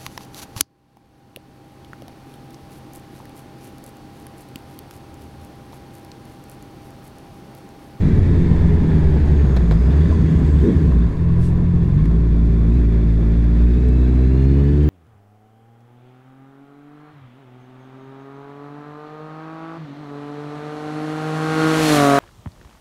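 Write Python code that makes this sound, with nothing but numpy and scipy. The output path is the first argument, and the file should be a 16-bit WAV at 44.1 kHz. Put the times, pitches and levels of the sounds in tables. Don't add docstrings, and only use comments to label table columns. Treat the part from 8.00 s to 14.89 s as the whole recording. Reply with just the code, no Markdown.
import sys
import numpy as np
from scipy import signal
from scipy.fft import rfft, irfft, next_fast_len
from scipy.io import wavfile
from scipy.ndimage import uniform_filter1d, map_coordinates

SR = 44100
rng = np.random.default_rng(int(sys.argv[2]) if len(sys.argv) > 2 else 0)


def generate_wav(sig):
    pcm = np.round(np.clip(np.atleast_2d(sig).T, -1, 1) * 32767).astype(np.int16)
    wavfile.write(sys.argv[1], SR, pcm)


N = 303849
TIME = np.arange(N) / SR
SILENCER_HZ = 450
CRUISE_KMH, CRUISE_HZ = 24, 60

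# frequency in Hz, bandwidth in Hz, gain in dB.
PIPE_MODES = [(62.7, 17.6, 3), (129.8, 11.2, -1), (154.6, 22.3, -0.5), (236.9, 21, -5.5),
              (273.3, 19.5, -4.5), (382.3, 39.7, -12.5), (420.4, 21.5, -11)]


def from_db(db):
    return 10 ** (np.asarray(db) / 20)


def unit_rms(x):
    return x / np.sqrt(np.mean(x ** 2) + 1e-20)


def levelled(x, span_s):
    return x / np.sqrt(np.abs(uniform_filter1d(x ** 2, max(int(span_s * SR), 2))) + 1e-14)


def curves(rows):
    times, *columns = np.transpose(rows)
    return [np.interp(TIME, times, column) for column in columns]


def butterworth(x, hz, kind, order=2):
    return signal.sosfilt(signal.butter(order, hz, kind, fs=SR, output="sos"), x + 1e-18)


def drift(rate_hz):
    knots = rng.standard_normal(1400)
    smooth = map_coordinates(knots, [TIME[::50] * rate_hz + 5], order=3, mode="wrap")
    return unit_rms(smooth).repeat(50)[:N]


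def noise(spectrum):
    hz, db = np.transpose(spectrum)
    size = next_fast_len(N)
    log_hz = np.log(np.arange(size // 2 + 1) * SR / size + 1)
    outside = np.abs(log_hz - np.clip(log_hz, np.log(hz[0]), np.log(hz[-1])))
    gain = from_db(np.interp(log_hz, np.log(hz), db) - 13 * outside)
    return unit_rms(irfft(rfft(rng.standard_normal(size)) * gain, size)[:N])


def flutter(cycles, width_hz):
    in_phase, quadrature = butterworth(rng.standard_normal((2, N)), width_hz / 2, "low")
    return unit_rms(in_phase * np.cos(2 * np.pi * cycles) + quadrature * np.sin(2 * np.pi * cycles))


def resonate(x, modes):
    out = 0
    for k, (hz, width_hz, db) in enumerate(modes):
        radius = np.exp(-np.pi * width_hz / SR)
        poles = [1, -2 * radius * np.cos(2 * np.pi * hz / SR), radius ** 2]
        mode = (1 - radius ** 2) / 2 * signal.lfilter([1, 0, -1], poles, x + 1e-18)
        out = out + (-1) ** k * from_db(db) * mode
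    return out


def decay(start, t60):
    return (TIME >= start) * from_db(-60 * np.maximum(TIME - start, 0) / t60)


def swell(centre_s, width_s):
    return np.exp(-.5 * ((TIME - centre_s) / width_s) ** 2)


def arch(start, end):
    return np.sqrt(np.abs(np.sin(np.pi * np.clip((TIME - start) / (end - start), 0, 1))))


def throttle():
    # time in seconds, firing rate in Hz.
    engine_speed = [(0, 93.5), (.6, 84), (1.35, 72.7), (1.6, 60.9), (1.72, 52), (2.03, 79.5), (2.45, 78.5),
                    (2.6, 68), (3.04, 57.6), (3.21, 41.2), (3.6, 43.4), (3.82, 42), (4.1, 56.2),
                    (5.25, 55.6), (5.6, 57.2), (5.88, 62.4), (6.05, 62.2), (6.33, 65), (6.89, 74.6)]
    # time in seconds, load, roughness (both limited to 0-1 below).
    combustion = [(0, 0, 1.05), (1.55, 0.06, 0.78), (2.3, 0.12, 0.99), (3.1, 0.2, 0.94), (3.25, 0.92, 0.95),
                  (3.85, 0.73, 0.96), (4.2, 0.2, 0.75), (4.45, 0.72, 0.6), (5.55, 0.74, 0.41),
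                  (5.8, 0.84, 0.52), (6.45, 1, 0.3), (6.89, 0.58, 0.38)]
    # start in seconds, firing rate gained in Hz, bark gained in dB.
    blips = [(2.594, 27, 10.5), (4.672, 7, .5)]
    rise_s, close_s, sag_hz_per_s = .09, .034, 105
    firing_hz, = curves(engine_speed)
    load, roughness = curves(combustion)
    blip_db = 0
    for start, gained_hz, bark_db in blips:
        top = start + rise_s
        settled = top + gained_hz / sag_hz_per_s
        opening = np.interp(TIME, [start, top, top + close_s], [0, 1, 0])
        firing_hz = firing_hz + np.interp(TIME, [start, top, settled], [0, gained_hz, 0])
        load = load + 0.41 * opening
        roughness = roughness * (1 - 0.15 * opening)
        blip_db = blip_db + bark_db * np.sqrt(opening)
    return firing_hz, np.clip(load, 0, 1), np.clip(roughness, 0, 1), blip_db


def pipe_response(hz):
    return sum((-1) ** k * from_db(db) / (1 + 1j * (hz ** 2 - centre ** 2) / (hz * width))
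               for k, (centre, width, db) in enumerate(PIPE_MODES))


def steady_firing(cycles, firing_hz, load):
    # frequency in Hz, coasting level in dB, pulling level in dB.
    boom_spectrum = [(41, -21.5, -30.5), (50, -14, -24.5), (58.4, -16, -9.5), (59, -12.5, -13),
                     (78.3, -17, -18), (80.7, -19, -21.5), (101, -17, -24.5), (108, -24, -35.5),
                     (105, -19.5, -23.5), (121.6, -38, -23), (132.5, -24.5, -18.5), (159, -22, -10),
                     (164.2, -19.5, -24), (181.3, -27, -32), (215, -43, -21.5), (264, -35, -27),
                     (292, -35, -20.5)]
    # lift in dB, for harmonics 1 to 4.
    idle_lift_db = [0.5, 0.5, 1, 6]
    idle_hz, idle_span_hz = 43.4, 9.8
    drone_harmonic, drone_hz, drone_width_hz = 10, 500, 50
    boom_hz, *boom_levels = np.transpose(boom_spectrum)
    idling = np.clip(1 - (firing_hz - idle_hz) / idle_span_hz, 0, 1)
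    boom, overtones = 0, 0
    for k in range(1, 12):
        hz = k * firing_hz[::64]
        muffled = pipe_response(hz) / np.sqrt(1 + (hz / SILENCER_HZ) ** 40)
        drone = (k == drone_harmonic) * from_db(-20) / (1 + (2 * (hz - drone_hz) / drone_width_hz) ** 2)
        response = (muffled + drone).repeat(64)[:N]
        tone = np.sqrt(2) * np.cos(2 * np.pi * k * cycles + np.angle(response))
        if k <= len(idle_lift_db):
            coast_db, pull_db = (np.interp(k * firing_hz, boom_hz, db) for db in boom_levels)
            level_db = coast_db + load * (pull_db - coast_db) + idling * idle_lift_db[k - 1]
            boom = boom + from_db(level_db) * tone
        else:
            overtones = overtones + np.abs(response) * from_db(2.6 * drift(14)) * tone
    return boom, levelled(overtones, span_s=0.22)


def uneven_firing(cycles):
    imbalance = [.5, -0.46, -0.067, 0.036]
    jitter_s = 0.00092
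    firings = np.flatnonzero(np.diff(np.floor(cycles)) > 0)
    strength, lateness, pop_size = rng.standard_normal((len(firings), 3)).T
    onsets = np.clip(firings + (jitter_s * SR * lateness).astype(int), 0, N - 1)
    surplus, pops = np.zeros((2, N))
    surplus[onsets] = np.tanh(strength) + 0.85 * np.resize(imbalance, len(firings))
    pops[onsets] = from_db(5.1 * np.clip(pop_size, -2, 2))
    puffs = rng.standard_normal(N) * (1 + 0.82 * np.cos(2 * np.pi * (cycles - .1)))
    burble = resonate(unit_rms(surplus) + .25 * puffs, PIPE_MODES)
    burble = butterworth(burble, 241.4, "low", order=6)
    burble = butterworth(burble, 44, "high", order=4)
    rasp = resonate(unit_rms(pops) + 1.17 * puffs, PIPE_MODES)
    rasp = butterworth(rasp, 248, "high", order=4)
    rasp = butterworth(rasp, SILENCER_HZ, "low", order=12)
    return levelled(burble, span_s=0.11), levelled(rasp, span_s=0.11)


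def exhaust(cycles, firing_hz, load, roughness, blip_db):
    boom, overtones = steady_firing(cycles, firing_hz, load)
    burble, rasp = uneven_firing(cycles)
    gust = 1 + (0.22 + 0.18 * load) * np.cos(2 * np.pi * (cycles - 0.34))
    blend = np.sqrt(1 - roughness ** 2) * overtones + roughness * rasp
    bark = levelled(blend * gust, span_s=0.14)
    stumble_db = -11.5 * swell(3.14, width_s=0.041)
    revs_db = 5.5 * np.log2(firing_hz / CRUISE_HZ)
    burble_db = -29 + revs_db + 11.2 * roughness + 0.77 * stumble_db
    bark_db = -29.5 + revs_db + 1.6 * load + blip_db
    return from_db(0.26 + stumble_db) * boom + from_db(burble_db) * burble + from_db(bark_db) * bark


def running_gain(firing_hz, cruise_db, speed_db, revs_db, brake_db):
    # time in seconds, speed in km/h.
    road_speed = [(0, 35), (1.1, 37.5), (2.5, 29.6), (3.5, 17.6), (4.5, 17.7), (5.6, 24), (6.89, 23.3)]
    brake_on_s, brake_off_s, squeeze_s = 1.23, 3.2, 0.65
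    kmh, = curves(road_speed)
    braking = np.clip(np.minimum(TIME - brake_on_s, brake_off_s - TIME) / squeeze_s, 0, 1)
    motion_db = speed_db * np.log2(kmh / CRUISE_KMH) + revs_db * np.log2(firing_hz / CRUISE_HZ)
    return from_db(cruise_db + motion_db + brake_db * braking)


def valve_rustle(cycles):
    # frequency in Hz, relative spectral density in dB.
    spectrum = [(1100, -11.5), (1400, -2.5), (1700, 2), (2100, -1.5), (2550, -5), (3000, -13.5),
                (3500, -11), (4200, -12.5), (4900, -15.5), (5800, -28)]
    throb = 1 + 0.11 * np.cos(2 * np.pi * (cycles - .2))
    return unit_rms(noise(spectrum) * throb * from_db(0.99 * drift(35)))


def valve_clatter(cycles):
    # frequency in Hz, bandwidth in Hz, relative gain in dB.
    casing_modes = [(1020, 440, -6.5), (1660, 260, 1), (1778, 92, 4.5), (3365, 62, -4.5), (3615, 71, -4),
                    (4900, 250, -27.5)]
    burst_s = 0.006
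    seatings = np.flatnonzero(np.diff(np.floor(2 * cycles)) > 0)
    impacts = np.zeros(N)
    impacts[seatings] = from_db(6 * np.minimum(rng.standard_normal(len(seatings)), 1.5))
    envelope = signal.lfilter([1], [1, -np.exp(-1 / (burst_s * SR))], impacts + 1e-18)
    return levelled(resonate(envelope * rng.standard_normal(N), casing_modes), span_s=0.54)


def gear_whine(cycles, load):
    # multiple of the firing rate, bandwidth in Hz, then coasting and
    # pulling levels in dB relative to the mechanical noise.
    mesh_tones = [(10.98, 190, -13, -2.5), (21.08, 220, -6, -15), (25.3, 70, -10.5, -13),
                  (36.36, 190, -19.5, -11), (41.96, 83, -17.5, -11), (62.8, 170, -31, -11.5)]
    whine = sum(from_db(coast_db + load * (pull_db - coast_db)) * flutter(multiple * cycles, width_hz)
                for multiple, width_hz, coast_db, pull_db in mesh_tones)
    high_gear = from_db(1) * arch(0.22, 1.7) * flutter(11.3 * cycles, width_hz=180)
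    return whine + high_gear


def machinery(cycles, firing_hz, load):
    rustle = from_db(-1) * valve_rustle(cycles)
    clatter = valve_clatter(cycles)
    mechanical_gain = running_gain(firing_hz, cruise_db=-48, speed_db=4.5, revs_db=1.5, brake_db=0.5)
    clatter_gain = running_gain(firing_hz, cruise_db=-54.5, speed_db=2.5, revs_db=2.5, brake_db=3.5)
    return mechanical_gain * (rustle + gear_whine(cycles, load)) + clatter_gain * clatter


def tyres(firing_hz):
    # frequency in Hz, relative spectral density in dB.
    spectrum = [(300, 7), (500, 2), (650, -1), (820, -7.5), (1000, -6.5), (1250, -11.5), (1600, -21.5)]
    gain = running_gain(firing_hz, cruise_db=-37.5, speed_db=4, revs_db=-0.1, brake_db=1)
    return gain * from_db(1.5 * drift(25)) * noise(spectrum)


def air_hiss(firing_hz):
    # frequency in Hz, relative spectral density in dB.
    spectrum = [(4500, 0.5), (5500, -0.5), (6600, 1.5), (7800, -2.5), (9500, -6.5), (11000, -9.5),
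                (13000, -23), (15500, -25)]
    gain = running_gain(firing_hz, cruise_db=-63, speed_db=2.5, revs_db=4, brake_db=3)
    return gain * from_db(0.83 * drift(66)) * noise(spectrum)


def air_buffet():
    # time in seconds, level in dB.
    strength = [(0, -18.5), (1.5, -25.5), (2.85, -34), (3.1, -26), (3.45, -20), (3.7, -26), (5.8, -36),
                (6.5, -46.5)]
    level_db, = curves(strength)
    return from_db(level_db) * noise([(5, -4.5), (11, -7), (22, -10), (45, -17.5), (120, -31)])


def rattle():
    buzz_hz = 1030
    return from_db(-48.5) * arch(1, 5) * flutter(buzz_hz * TIME, width_hz=190.5)


def brakes():
    # start and end in seconds, first and last frequency in Hz, level in dB.
    squeaks = [(1.3, 1.72, 6500, 6700, -64), (1.72, 1.925, 4900, 4950, -60), (1.88, 2.291, 4750, 4500, -62),
               (2.1, 2.553, 6220, 6760, -69), (2.25, 2.698, 7500, 7850, -66)]
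    out = 0
    for start, end, from_hz, to_hz, db in squeaks:
        hz = np.interp(TIME, [start, end], [from_hz, to_hz])
        out = out + from_db(db) * arch(start, end) * flutter(np.cumsum(hz) / SR, width_hz=220)
    return out


def knocks():
    # start in seconds, relative level in dB, 60 dB decay time in seconds.
    impacts = [(1.494, -41, .05), (1.565, -24.5, .05), (1.570, -29, .06), (1.711, -25.5, .06),
               (1.719, -32, .11), (4.755, -41, .06)]
    # frequency in Hz, relative spectral density in dB.
    spectrum = [(300, 1), (600, 5), (1100, -10), (1800, -10), (2900, -22), (4100, -15), (5500, -27),
                (9000, -39), (12000, -56), (15000, -72)]
    # start in seconds, frequency in Hz, level in dB, 60 dB decay time in seconds.
    metal_modes = [(1.722, 5000, -57, .15), (2.124, 1020, -27, 0.087), (2.921, 1050, -27, 0.021)]
    envelope = sum(from_db(db) * (0.72 * decay(start, t60) + decay(start, t60 / 5))
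                   for start, db, t60 in impacts)
    ringing = sum(from_db(db) * decay(start, t60) * np.sin(2 * np.pi * hz * (TIME - start))
                  for start, hz, db, t60 in metal_modes)
    return envelope * noise(spectrum) + ringing


def rider():
    # frequency in Hz, relative spectral density in dB.
    spectrum = [(3000, -5), (5800, -8), (7000, -9), (8300, -4.5), (11500, -13), (13500, -23), (15500, -28)]
    swish = from_db(-51) * swell(3.452, width_s=.036)
    tick = from_db(-46) * decay(5.887, t60=.018)
    return (swish + tick) * noise(spectrum)


def scene():
    firing_hz, load, roughness, blip_db = throttle()
    cycles = np.cumsum(firing_hz * (1 + 0.00403 * drift(20))) / SR
    engine = exhaust(cycles, firing_hz, load, roughness, blip_db) + machinery(cycles, firing_hz, load)
    road_and_air = tyres(firing_hz) + air_hiss(firing_hz) + air_buffet()
    return (engine + road_and_air + brakes() + rattle() + knocks() + rider())[None]


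def record(dry):
    fade_s, cutoff_hz = .004, 15700
    low_pass = signal.ellip(10, .1, 80, cutoff_hz, fs=SR, output="sos")
    return signal.sosfilt(low_pass, dry * np.minimum(TIME / fade_s, 1))


dry = scene()
out = record(dry)
generate_wav(out)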